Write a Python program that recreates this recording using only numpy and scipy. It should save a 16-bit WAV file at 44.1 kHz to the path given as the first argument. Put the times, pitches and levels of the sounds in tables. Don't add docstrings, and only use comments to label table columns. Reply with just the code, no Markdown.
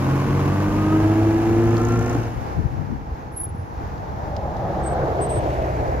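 import sys
import numpy as np
from scipy import signal
from scipy.fft import rfft, irfft
from scipy.io import wavfile
from scipy.ndimage import uniform_filter1d, map_coordinates

SR = 44100
rng = np.random.default_rng(int(sys.argv[2]) if len(sys.argv) > 2 else 0)


def wav_record(signal):
    frames = np.transpose(np.atleast_2d(signal))
    bounded = np.clip(frames, -1, 1)
    quanta = np.round(bounded * 32767).astype(np.int16)
    wavfile.write(sys.argv[1], SR, quanta)


N = 264582
TIME = np.arange(N) / SR
FREQS = np.fft.rfftfreq(N, 1 / SR)


def gain_of(db):
    return 10 ** (np.asarray(db) / 20)


def evened(x):
    return x / np.sqrt(np.mean(x ** 2) + 1e-20)


def read(points, hz):
    f, value = np.transpose(points)
    return np.interp(np.log(hz + 1), np.log(f + 1), value)


def drift(rate_hz):
    points = 4096
    hz = np.fft.rfftfreq(points, N / SR / points)
    coarse = irfft(rfft(rng.standard_normal(points)) / (1 + (hz / rate_hz) ** 4))
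    return np.interp(TIME, np.linspace(0, N / SR, points), evened(coarse))


def noise(colour):
    return evened(irfft(rfft(rng.standard_normal(N)) * gain_of(read(colour, FREQS)), N))


def arriving(x, lead_ms):
    half = lead_ms * SR / 2000
    sides = (-1, 1)
    return np.array([map_coordinates(x, [np.arange(N) + side * half], order=3, mode="nearest") for side in sides])


# frequency_hz, likeness (-1 to 1)
LIKENESS = [(60, -0.85), (250, 0.35), (450, 0.85), (700, -0.6), (1300, -0.61), (2500, 0.47), (15000, -0.16)]


def outdoors(colour, lead_ms, scattered):
    left, other = rfft(rng.standard_normal((2, N)))
    same = np.clip(read(LIKENESS, FREQS), -1, 1)
    share = np.clip(scattered, 0, 1)
    right = same * left + np.sqrt(1 - same ** 2) * other
    spread = irfft(np.array([left, right]) * gain_of(read(colour, FREQS)), N)
    return np.sqrt(1 - share) * arriving(noise(colour), lead_ms) + np.sqrt(share) * evened(spread)


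def partial(turns, multiple, fade_db, fade_rate_hz, lag=None):
    lag = rng.random() if lag is None else lag
    return np.sqrt(2) * gain_of(fade_db * drift(fade_rate_hz)) * np.cos(2 * np.pi * (multiple * turns - lag))


def swell(from_s, until_s, db, rise_db_per_s, fall_db_per_s):
    return db - rise_db_per_s * np.maximum(from_s - TIME, 0) - fall_db_per_s * np.maximum(TIME - until_s, 0)


def puff(s, length_s):
    return np.exp(-(2 * (TIME - s) / length_s) ** 2)


def swept(pair, peak, boost_db, octaves):
    hz, t, z = signal.stft(pair, SR, nperseg=1024, noverlap=768)
    centre = np.interp(t, *np.transpose(peak))
    away = np.log2((hz[:, None] + 1) / centre) / octaves
    tilt = gain_of(boost_db * (np.exp(-away ** 2) - .5))
    return signal.istft(z * tilt, SR, nperseg=1024, noverlap=768)[1][:, :N]


LIFT_OFF_S, DIE_DB_PER_S = 2.16, 74
RECEDE_DB_PER_S = 1.5


def coasting():
    return np.maximum(TIME - LIFT_OFF_S, 0)


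START_SPEED, PULL, PULL_FADE = 44.33, 7.62, 1.2
CLUTCH_S, SETTLED_SPEED, SINK_S = 2.27, 53, 0.31


def crank_speed():
    pulling = np.minimum(TIME, CLUTCH_S)
    climb = START_SPEED + PULL * pulling - PULL_FADE * pulling ** 2 / 2
    return SETTLED_SPEED + (climb - SETTLED_SPEED) * np.exp(-(TIME - pulling) / SINK_S)


def machine_level(db, drop_db, settle_s):
    return db - RECEDE_DB_PER_S * TIME - drop_db * (1 - np.exp(-coasting() / settle_s))


def sizzle_db():
    return machine_level(-41, drop_db=30, settle_s=0.87)


# crank_multiple, relative_level_db
ORDERS_DB = [(1, 4.5), (2, 0), (2.5, -20.5), (3, 1), (4, 2.5), (5, -1), (6, -14), (7, -15), (8, -2.5),
             (9, -14), (10, -14), (11, -17), (13, -19.5), (14, -20), (31, -27)]
# frequency_hz, gain_db
PIPE = [(45, -21), (60, -14), (90, -1.5), (115, 5.5), (136, 4), (170, -12), (200, -4), (230, -11),
        (280, -14), (400, -11), (800, -3), (1800, -6)]
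PIPE_SMEAR = .28


def exhaust(speed, turns, load_db, low_fade_db=1.74, high_fade_db=3, trim_db=-6.5):
    lines = np.zeros(N)
    for k, db in ORDERS_DB:
        fade_db = low_fade_db if k < 5 else high_fade_db
        piped = gain_of(db + read(PIPE, k * speed))
        lines += piped * partial(turns, k, fade_db, 5.7, PIPE_SMEAR * k ** 2)
    uneven_firing = 1 + 0.068 * drift(21)
    return lines * uneven_firing * gain_of(load_db + trim_db)


FIRST_MESH, SECOND_MESH, TIMING_TEETH = 6.19, 4.315, 24
GEARS_DIE_DB_PER_S = 120
# crank_multiple, level_db, resonance_hz, width_hz, boost_db
WHINES = [(FIRST_MESH, -32.5, 328, 46, 13), (SECOND_MESH, -35, 242, 16, 8), (8.3, -52, 464, 32, 16),
          (2 * FIRST_MESH, -46, 645, 44, 10), (16, -47, 850, 50, 9), (3 * FIRST_MESH, -46, 1050, 36, 4),
          (22.1, -57, 1237, 28, 14), (TIMING_TEETH, -56, 1140, 120, 14),
          (4 * FIRST_MESH, -51, 1252, 46, 15.5), (TIMING_TEETH, -54, 1357, 44, 17.5),
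          (32, -58, 1620, 160, 9)]
# gear_pair (1 or 2), mesh_multiple, level_db
OVERTONES = [(1, 5, -51.5), (2, 2, -49.5), (2, 3, -59), (2, 5, -53)]


def gears(turns, overtone_fade_db=2.0, whine_fade_db=.5, low_flutter=0.21, high_flutter=0.31):
    speed, low, high = crank_speed(), np.zeros(N), np.zeros(N)
    for multiple, db, hz, width, boost_db in WHINES:
        ringing_db = boost_db / (1 + (2 * (multiple * speed - hz) / width) ** 4)
        line = gain_of(db + ringing_db) * partial(turns, multiple, whine_fade_db, 6)
        if multiple < 10:
            low += line
        else:
            high += line
    for pair, k, db in OVERTONES:
        mesh = FIRST_MESH if round(pair) == 1 else SECOND_MESH
        low += gain_of(db) * partial(turns, round(k) * mesh, overtone_fade_db, 1.4)
    whine = low * (1 + low_flutter * drift(45)) + high * (1 + high_flutter * drift(50))
    return gain_of(-GEARS_DIE_DB_PER_S * coasting()) * whine


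CYLINDERS = [1.5, .7, 1.4, .6]
# frequency_hz, relative_level_db, t60_s
BLOCK = [(481, -0.5, 0.0305), (648, -6, 0.019), (742, 2, 0.023), (955, -3, 0.012), (1140, -12, 0.011),
         (1480, -11, 0.051), (2070, -9.5, 0.0093)]
GROWL_DB, GROWL_ROUGH = -32, .35


def growl(turns):
    firing = (2 * turns).astype(int)
    blows = np.diff(firing, prepend=0) * np.take(CYLINDERS, firing, mode="wrap")
    t = TIME[:SR // 20]
    rings = np.zeros(N)
    for hz, db, t60 in BLOCK:
        ring = gain_of(db - 60 * t / t60) * np.sin(2 * np.pi * hz * t)
        uneven_blows = blows * (1 + GROWL_ROUGH * rng.standard_normal(N))
        rings += signal.oaconvolve(uneven_blows, ring)[:N]
    return gain_of(GROWL_DB - RECEDE_DB_PER_S * TIME - DIE_DB_PER_S * coasting()) * evened(rings)


FIRING_RISE_S, FIRING_DECAY = .0016, .3


def firing_throb(turns, depth=0.5):
    strength = np.take(CYLINDERS, (2 * turns).astype(int), mode="wrap")
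    firings = strength * np.exp(-(2 * turns % 1) / FIRING_DECAY)
    rise = round(FIRING_RISE_S * SR)
    smooth = uniform_filter1d(uniform_filter1d(firings, rise), rise)
    return evened(1 + depth * smooth + 0.11 * drift(60))


# frequency_hz, gain_db
CLATTER_COLOUR = [(70, -32), (130, -13), (170, -15), (270, -11.5), (330, -6), (385, -20.5), (465, -14),
                  (585, -20), (835, -21), (1370, -25), (1700, -27.5), (2700, -35), (3500, -43.5),
                  (4550, -61), (7700, -120)]
# frequency_hz, gain_db
SIZZLE_COLOUR = [(1800, -1), (2700, 2), (3300, -5.5), (4300, -5.5), (6300, -6), (7300, -8.5), (8200, -17.5),
                 (10000, -14.5), (11200, -12), (15600, -18)]
# time_s, frequency_hz
ENGINE_PEAK = [(0.1, 1060), (.75, 990), (1.25, 814), (1.8, 760), (2.8, 664)]


def machinery(turns, lead_ms, sizzle_throb=0.9, peak_db=5.0, peak_octaves=0.24):
    throb = firing_throb(turns)
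    clatter_gain = gain_of(machine_level(-24.5, drop_db=14, settle_s=0.36))
    clatter = throb * clatter_gain * outdoors(CLATTER_COLOUR, lead_ms, scattered=0.23)
    body = swept(clatter + arriving(growl(turns), lead_ms), ENGINE_PEAK, peak_db, peak_octaves)
    sizzle = abs(throb) ** sizzle_throb * gain_of(sizzle_db()) * outdoors(SIZZLE_COLOUR, lead_ms, scattered=0.59)
    return body + sizzle


# time_s, load_db
THROTTLE = [(0, -20), (1.25, -20.5), (1.5, -21), (1.68, -20.5), (2.1, -22.5)]


def vintage_car(lead_ms=0.09):
    speed = crank_speed() * (1 + .002 * drift(16))
    turns = np.cumsum(speed) / SR
    load_db = np.interp(TIME, *np.transpose(THROTTLE)) - DIE_DB_PER_S * coasting()
    tones = exhaust(speed, turns, load_db) + gears(turns)
    return arriving(tones, lead_ms) + machinery(turns, lead_ms) + rattle(turns)


# frequency_hz, gain_db
TRAFFIC = [(88, -17), (150, -2), (280, -3.5), (370, -6), (460, -3.5), (570, -9.5), (810, 1.5), (1100, -9.5),
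           (1700, -16), (3050, -33), (6000, -33.5), (7300, -40.5), (8200, -52), (12000, -42.5),
           (15600, -46)]


def distant_road():
    return gain_of(-34 + 1.7 * drift(2.9)) * outdoors(TRAFFIC, 0.086, scattered=0.96)


# frequency_hz, gain_db
RUMBLE_COLOUR = [(20, -30), (35, -12.5), (55, 4.5), (75, 4), (120, 3.5), (170, -5), (260, -15.5),
                 (500, -58), (3000, -110)]
# time_s, length_s, level_db, flutter_level_db
GUSTS = [(1.626, 0.049, -41, -45), (2.595, 0.036, -15.5, -24), (2.656, 0.024, -15.5, -33),
         (2.801, 0.11, -25, -30.5), (2.92, 0.064, -34, -22.5)]
# frequency_hz, gain_db
GUST_COLOUR = [(20, -29), (45, -9), (90, 5), (140, -4), (250, -13.5), (400, -27), (800, -53), (4000, -100)]
# frequency_hz, gain_db
FLUTTER_COLOUR = [(70, -36), (140, 4), (260, 0), (400, -12), (600, -24), (2000, -80)]


def wind(right_db=-16, lump_db=1.8, apart_db=-4.5, buffet_db=2):
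    eddy_colour = [(20, -22), (40, 14), (60, 6.0), (110, 5), (250, -17), (500, -37), (3000, -110)]
    apart = gain_of(apart_db) * np.array([noise(eddy_colour) for _ in range(2)])
    air = gain_of(-39)
    vintage = gain_of(swell(0.45, 2.1, -33.5, rise_db_per_s=14, fall_db_per_s=14))
    near = gain_of(swell(5, 5.5, -31, rise_db_per_s=7.5, fall_db_per_s=5))
    level = np.sqrt(air ** 2 + vintage ** 2 + near ** 2)
    rumble = level * gain_of(lump_db * drift(24.0)) * (noise(RUMBLE_COLOUR) + apart)
    breeze_db = swell(1.5, 3, -28.5, rise_db_per_s=158, fall_db_per_s=262)
    gusts = gain_of(breeze_db + buffet_db * drift(15))
    gusts += sum(gain_of(db) * puff(s, length) for s, length, db, _ in GUSTS)
    flutter = sum(gain_of(db) * puff(s, length) for s, length, _, db in GUSTS)
    left, right = (gusts * noise(GUST_COLOUR) + flutter * noise(FLUTTER_COLOUR) for _ in range(2))
    return rumble + np.array([left, gain_of(right_db) * right])


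# time_s, level_db
GRIT = [(1.7679, -32.5), (3.9798, -49), (4.365, -35.5), (4.5675, -44)]
# frequency_hz, gain_db
GRIT_COLOUR = [(300, -60), (1500, -9), (3000, 5), (4500, 9), (6500, 2.5), (9000, -24), (15000, -18)]
STONES_PER_S, VINTAGE_STONES_DB, NEAR_STONES_DB = 28, -26, 6


def grit(t60=.024, small_t60=.02):
    loud = sum(gain_of(db - 60 * np.maximum(TIME - s, 0) / t60) * (TIME >= s) for s, db in GRIT)
    size = gain_of(sizzle_db() + VINTAGE_STONES_DB) + gain_of(tyre_hiss_db() + NEAR_STONES_DB)
    stones = (rng.random(N) < STONES_PER_S / SR) * rng.uniform(0.185, 0.4, N) * size
    small = signal.lfilter([1], [1, -gain_of(-60 / (small_t60 * SR))], stones)
    return (loud + small) * outdoors(GRIT_COLOUR, 0, scattered=0.99)


# frequency_hz, gain_db
RATTLE_COLOUR = [(2500, -50), (4800, -16), (5700, -2), (6700, 0), (7400, -8), (8000, -20), (15000, -24)]
KNOCK_AT, KNOCK_DECAY_S, WEAK_KNOCK, KNOCK_SCATTER_DB = .78, .0038, .65, 2


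def rattle(turns):
    knock, since = np.divmod(turns + 1 - KNOCK_AT, 1)
    knock = knock.astype(int)
    scatter = gain_of(KNOCK_SCATTER_DB * rng.standard_normal(N)[knock])
    strength = np.where(knock % 2, WEAK_KNOCK, 1) * scatter
    ticks = evened(strength * np.exp(-since / crank_speed() / KNOCK_DECAY_S))
    level_db = swell(1.95, 2.1, -47, rise_db_per_s=22, fall_db_per_s=80)
    return gain_of(level_db) * ticks * outdoors(RATTLE_COLOUR, 0.084, scattered=0.27)


# time_s, length_s, pitch_hz, level_db
BUMPS = [(2.162, 0.024, 298.6, -18.5), (2.708, 0.016, 83.8, -21.5), (2.986, .04, 65, -28),
         (3.094, 0.013, 85, -24.5), (3.134, 0.04, 63.9, -21.5), (3.344, 0.013, 95, -25.5),
         (3.421, 0.012, 78.9, -22), (3.474, 0.013, 108, -25), (3.522, 0.033, 90, -25),
         (3.55, 0.0039, 148.8, -17), (3.594, 0.022, 104, -22.5), (3.627, 0.046, 95.3, -24.5),
         (3.785, 0.015, 72.1, -23.5), (3.842, 0.0099, 89.3, -19), (3.942, 0.032, 70.4, -24),
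         (4.091, 0.013, 98.8, -26), (4.107, .018, 86.2, -34), (4.238, 0.014, 88.6, -22),
         (4.35, 0.017, 94.3, -25), (4.435, 0.036, 75, -25)]


def bumps(rough=0.23):
    swings = np.zeros(N)
    for s, length, hz, db in BUMPS:
        swings += gain_of(db) * puff(s, length) * np.sin(2 * np.pi * (hz * TIME + rng.random()))
    return swings * (1 + rough * drift(54))


# start_s, length_s, start_hz, end_hz, level_db, rasp (0-1)
SQUEALS = [(3.31, .065, 10840, 10910, -56, .2), (3.357, .041, 10920, 10790, -29.5, .15),
           (3.387, .046, 10800, 10745, -28, .15), (3.423, .044, 10760, 10735, -29, .15),
           (3.455, .06, 10850, 10730, -51, .3), (4.825, .04, 8270, 8200, -47, .15),
           (4.85, .043, 8160, 8172, -35.5, .08), (4.88, .068, 8200, 8190, -50, .2),
           (5.205, .055, 8400, 8305, -35, .05), (5.24, .04, 8310, 8330, -44, .05),
           (5.285, .118, 8310, 8355, -38, .04)]
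# delay_s, level_db, t60_s
SQUEAL_ECHOES = [(0, -18, .08), (.18, -26, .04), (0, -30, 1.3)]
SQUEAL_ATTACK_S, SQUEAL_SAG_DB_PER_S, SQUEAL_RELEASE_S, SQUEAL_SETTLE_S = .02, 50, .02, .016


def brakes(waver=.0012, lead_ms=.024, trim_db=2):
    dry = np.zeros(N)
    for start, length, start_hz, end_hz, db, rasp in SQUEALS:
        now = (TIME >= start) & (TIME < start + length)
        t = TIME[now] - start
        grip = np.minimum(t / SQUEAL_ATTACK_S, 1) * np.minimum((length - t) / SQUEAL_RELEASE_S, 1)
        settling_hz = end_hz + (start_hz - end_hz) * np.exp(-t / SQUEAL_SETTLE_S)
        hz = settling_hz * (1 + waver * drift(76)[now])
        roughness = 1 + rasp * (drift(200) + 1j * drift(200))[now]
        tone = np.exp(2j * np.pi * np.cumsum(hz) / SR) * roughness
        level = np.sqrt(2) * gain_of(db - SQUEAL_SAG_DB_PER_S * t)
        dry[now] += level * np.sin(np.pi / 2 * grip) ** 2 * tone.real
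    out = gain_of(trim_db) * arriving(dry, lead_ms)
    t = TIME[:SR]
    for delay, db, t60 in SQUEAL_ECHOES:
        tail = rng.standard_normal((2, SR)) * gain_of(-60 * t / t60) * (t >= delay)
        tail /= np.linalg.norm(tail[0])
        out += gain_of(db) * signal.fftconvolve(dry[None], tail, axes=1)[:, :N]
    return out


AHEAD_S, CROSS_S, WIDEST_LEAD_MS = 4.75, 1, 0.5


def bearing():
    return (TIME - AHEAD_S) / np.hypot(TIME - AHEAD_S, CROSS_S)


# firing_rate_multiple, relative_level_db
HUM_TONES = [(1, -3.5), (1.5, -10), (2, -5), (2.5, -12.5)]
FIRING_HZ, SLOWING_HZ_PER_S = 67.77, 5


def engine_hum():
    firing_hz = FIRING_HZ - SLOWING_HZ_PER_S * (TIME - AHEAD_S)
    turns = np.cumsum(firing_hz * (1 + 0.0063 * drift(8.3))) / SR
    tones = sum(gain_of(db) * partial(turns, k, 0.5, 6.3) for k, db in HUM_TONES)
    return gain_of(swell(5, 3.5, -28.5, rise_db_per_s=14.5, fall_db_per_s=0)) * tones


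# frequency_hz, gain_db
ROAR_COMING = [(120, -7.5), (200, -2), (259, -16), (338, -6), (445, -11), (594, -3.5), (813, -4.5),
               (981, -15), (1300, -17), (1690, -57), (2860, -120)]
# frequency_hz, gain_db
ROAR_GOING = [(120, -51), (200, -24), (227, -14), (259, -10), (317, -3.5), (496, -3.5), (658, -4),
              (806, -7.5), (1140, -18), (1300, -29), (1690, -65), (2860, -120)]
# time_s, frequency_hz
ROAR_PEAK = [(4.2, 920), (4.47, 810), (4.97, 730), (5.45, 670)]
# time_s, frequency_hz
ROAR_LOW_PEAK = [(4.4, 600), (4.95, 510), (5.22, 440), (5.58, 335)]
# time_s, length_s, boost_db
SURGES = [(4.46, 0.043, 4), (4.974, 0.036, 1.5), (5.46, 0.11, 3)]


def tyre_roar(lead_ms, band_db=4.5):
    gone = np.clip((TIME - 4.6) / 0.57, 0, 1)
    tread = np.sqrt(1 - gone) * outdoors(ROAR_COMING, lead_ms, scattered=0.047)
    tread += np.sqrt(gone) * outdoors(ROAR_GOING, lead_ms, scattered=0.16)
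    tread = swept(tread, ROAR_PEAK, band_db, octaves=0.26)
    tread = swept(tread, ROAR_LOW_PEAK, band_db, octaves=0.11)
    surge_db = sum(db * puff(s, length) for s, length, db in SURGES)
    level_db = swell(5, 5, -21, rise_db_per_s=13, fall_db_per_s=4)
    return gain_of(level_db + surge_db + 1.0 * drift(44)) * tread


BOUNCE_MS, BOUNCE_SWING_MS, BOUNCE_STRENGTH = 0.62, 0.082, .33


def bounced(pair, strength):
    late = np.arange(N) - (BOUNCE_MS - BOUNCE_SWING_MS * bearing()) * SR / 1000
    reflection = np.array([np.interp(late, np.arange(N), x) for x in pair])
    return (pair + strength * reflection) / np.hypot(1, strength)


# frequency_hz, gain_db
RUSH_COLOUR = [(200, -70), (600, 0), (1000, 8), (1500, -0.5), (2300, -8.5), (3500, -52), (8000, -70)]
# time_s, frequency_hz
RUSH_PEAK = [(4.75, 1800), (5.05, 1350), (5.3, 940), (5.6, 850)]


def tyre_rush(lead_ms, band_db=6):
    rush = bounced(outdoors(RUSH_COLOUR, lead_ms, scattered=0.8), BOUNCE_STRENGTH)
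    rush = swept(rush, RUSH_PEAK, band_db, octaves=0.22)
    level_db = -35.5 - 17 * np.maximum(5 - TIME, 0)
    return gain_of(level_db + 2.1 * drift(46)) * rush


def tyre_hiss_db():
    return swell(5.5, 5.5, -44.5, rise_db_per_s=12, fall_db_per_s=9)


# frequency_hz, gain_db
HISS_COLOUR = [(1200, -23), (1650, 0), (2300, -3), (2660, -4.5), (3070, -8.5), (4060, -9), (6770, -11.5),
               (7510, -15), (8010, -22), (12400, -17), (15600, -29.5)]
# time_s, frequency_hz
HISS_PEAK = [(5.1, 3480), (5.4, 2770), (5.85, 1900)]


def tyre_hiss(lead_ms, band_db=6.5):
    hiss = swept(outdoors(HISS_COLOUR, lead_ms, scattered=0.81), HISS_PEAK, band_db, octaves=0.5)
    return gain_of(tyre_hiss_db() + 1.0 * drift(80)) * hiss


def near_car():
    lead_ms = WIDEST_LEAD_MS * bearing()
    tyres = tyre_roar(lead_ms) + tyre_rush(lead_ms) + tyre_hiss(lead_ms)
    fade_in = np.clip((TIME - 3.6) / 0.73, 0, 1)
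    return arriving(engine_hum(), lead_ms) + tyres * fade_in


def scene():
    return vintage_car() + distant_road() + wind() + grit() + bumps() + brakes() + near_car()


def record(dry, edge_hz=15750):
    lowpass = signal.firwin(511, edge_hz, window=("kaiser", 9), fs=SR)
    return signal.oaconvolve(dry, lowpass[None], "same")


dry = scene()
out = record(dry)
wav_record(out)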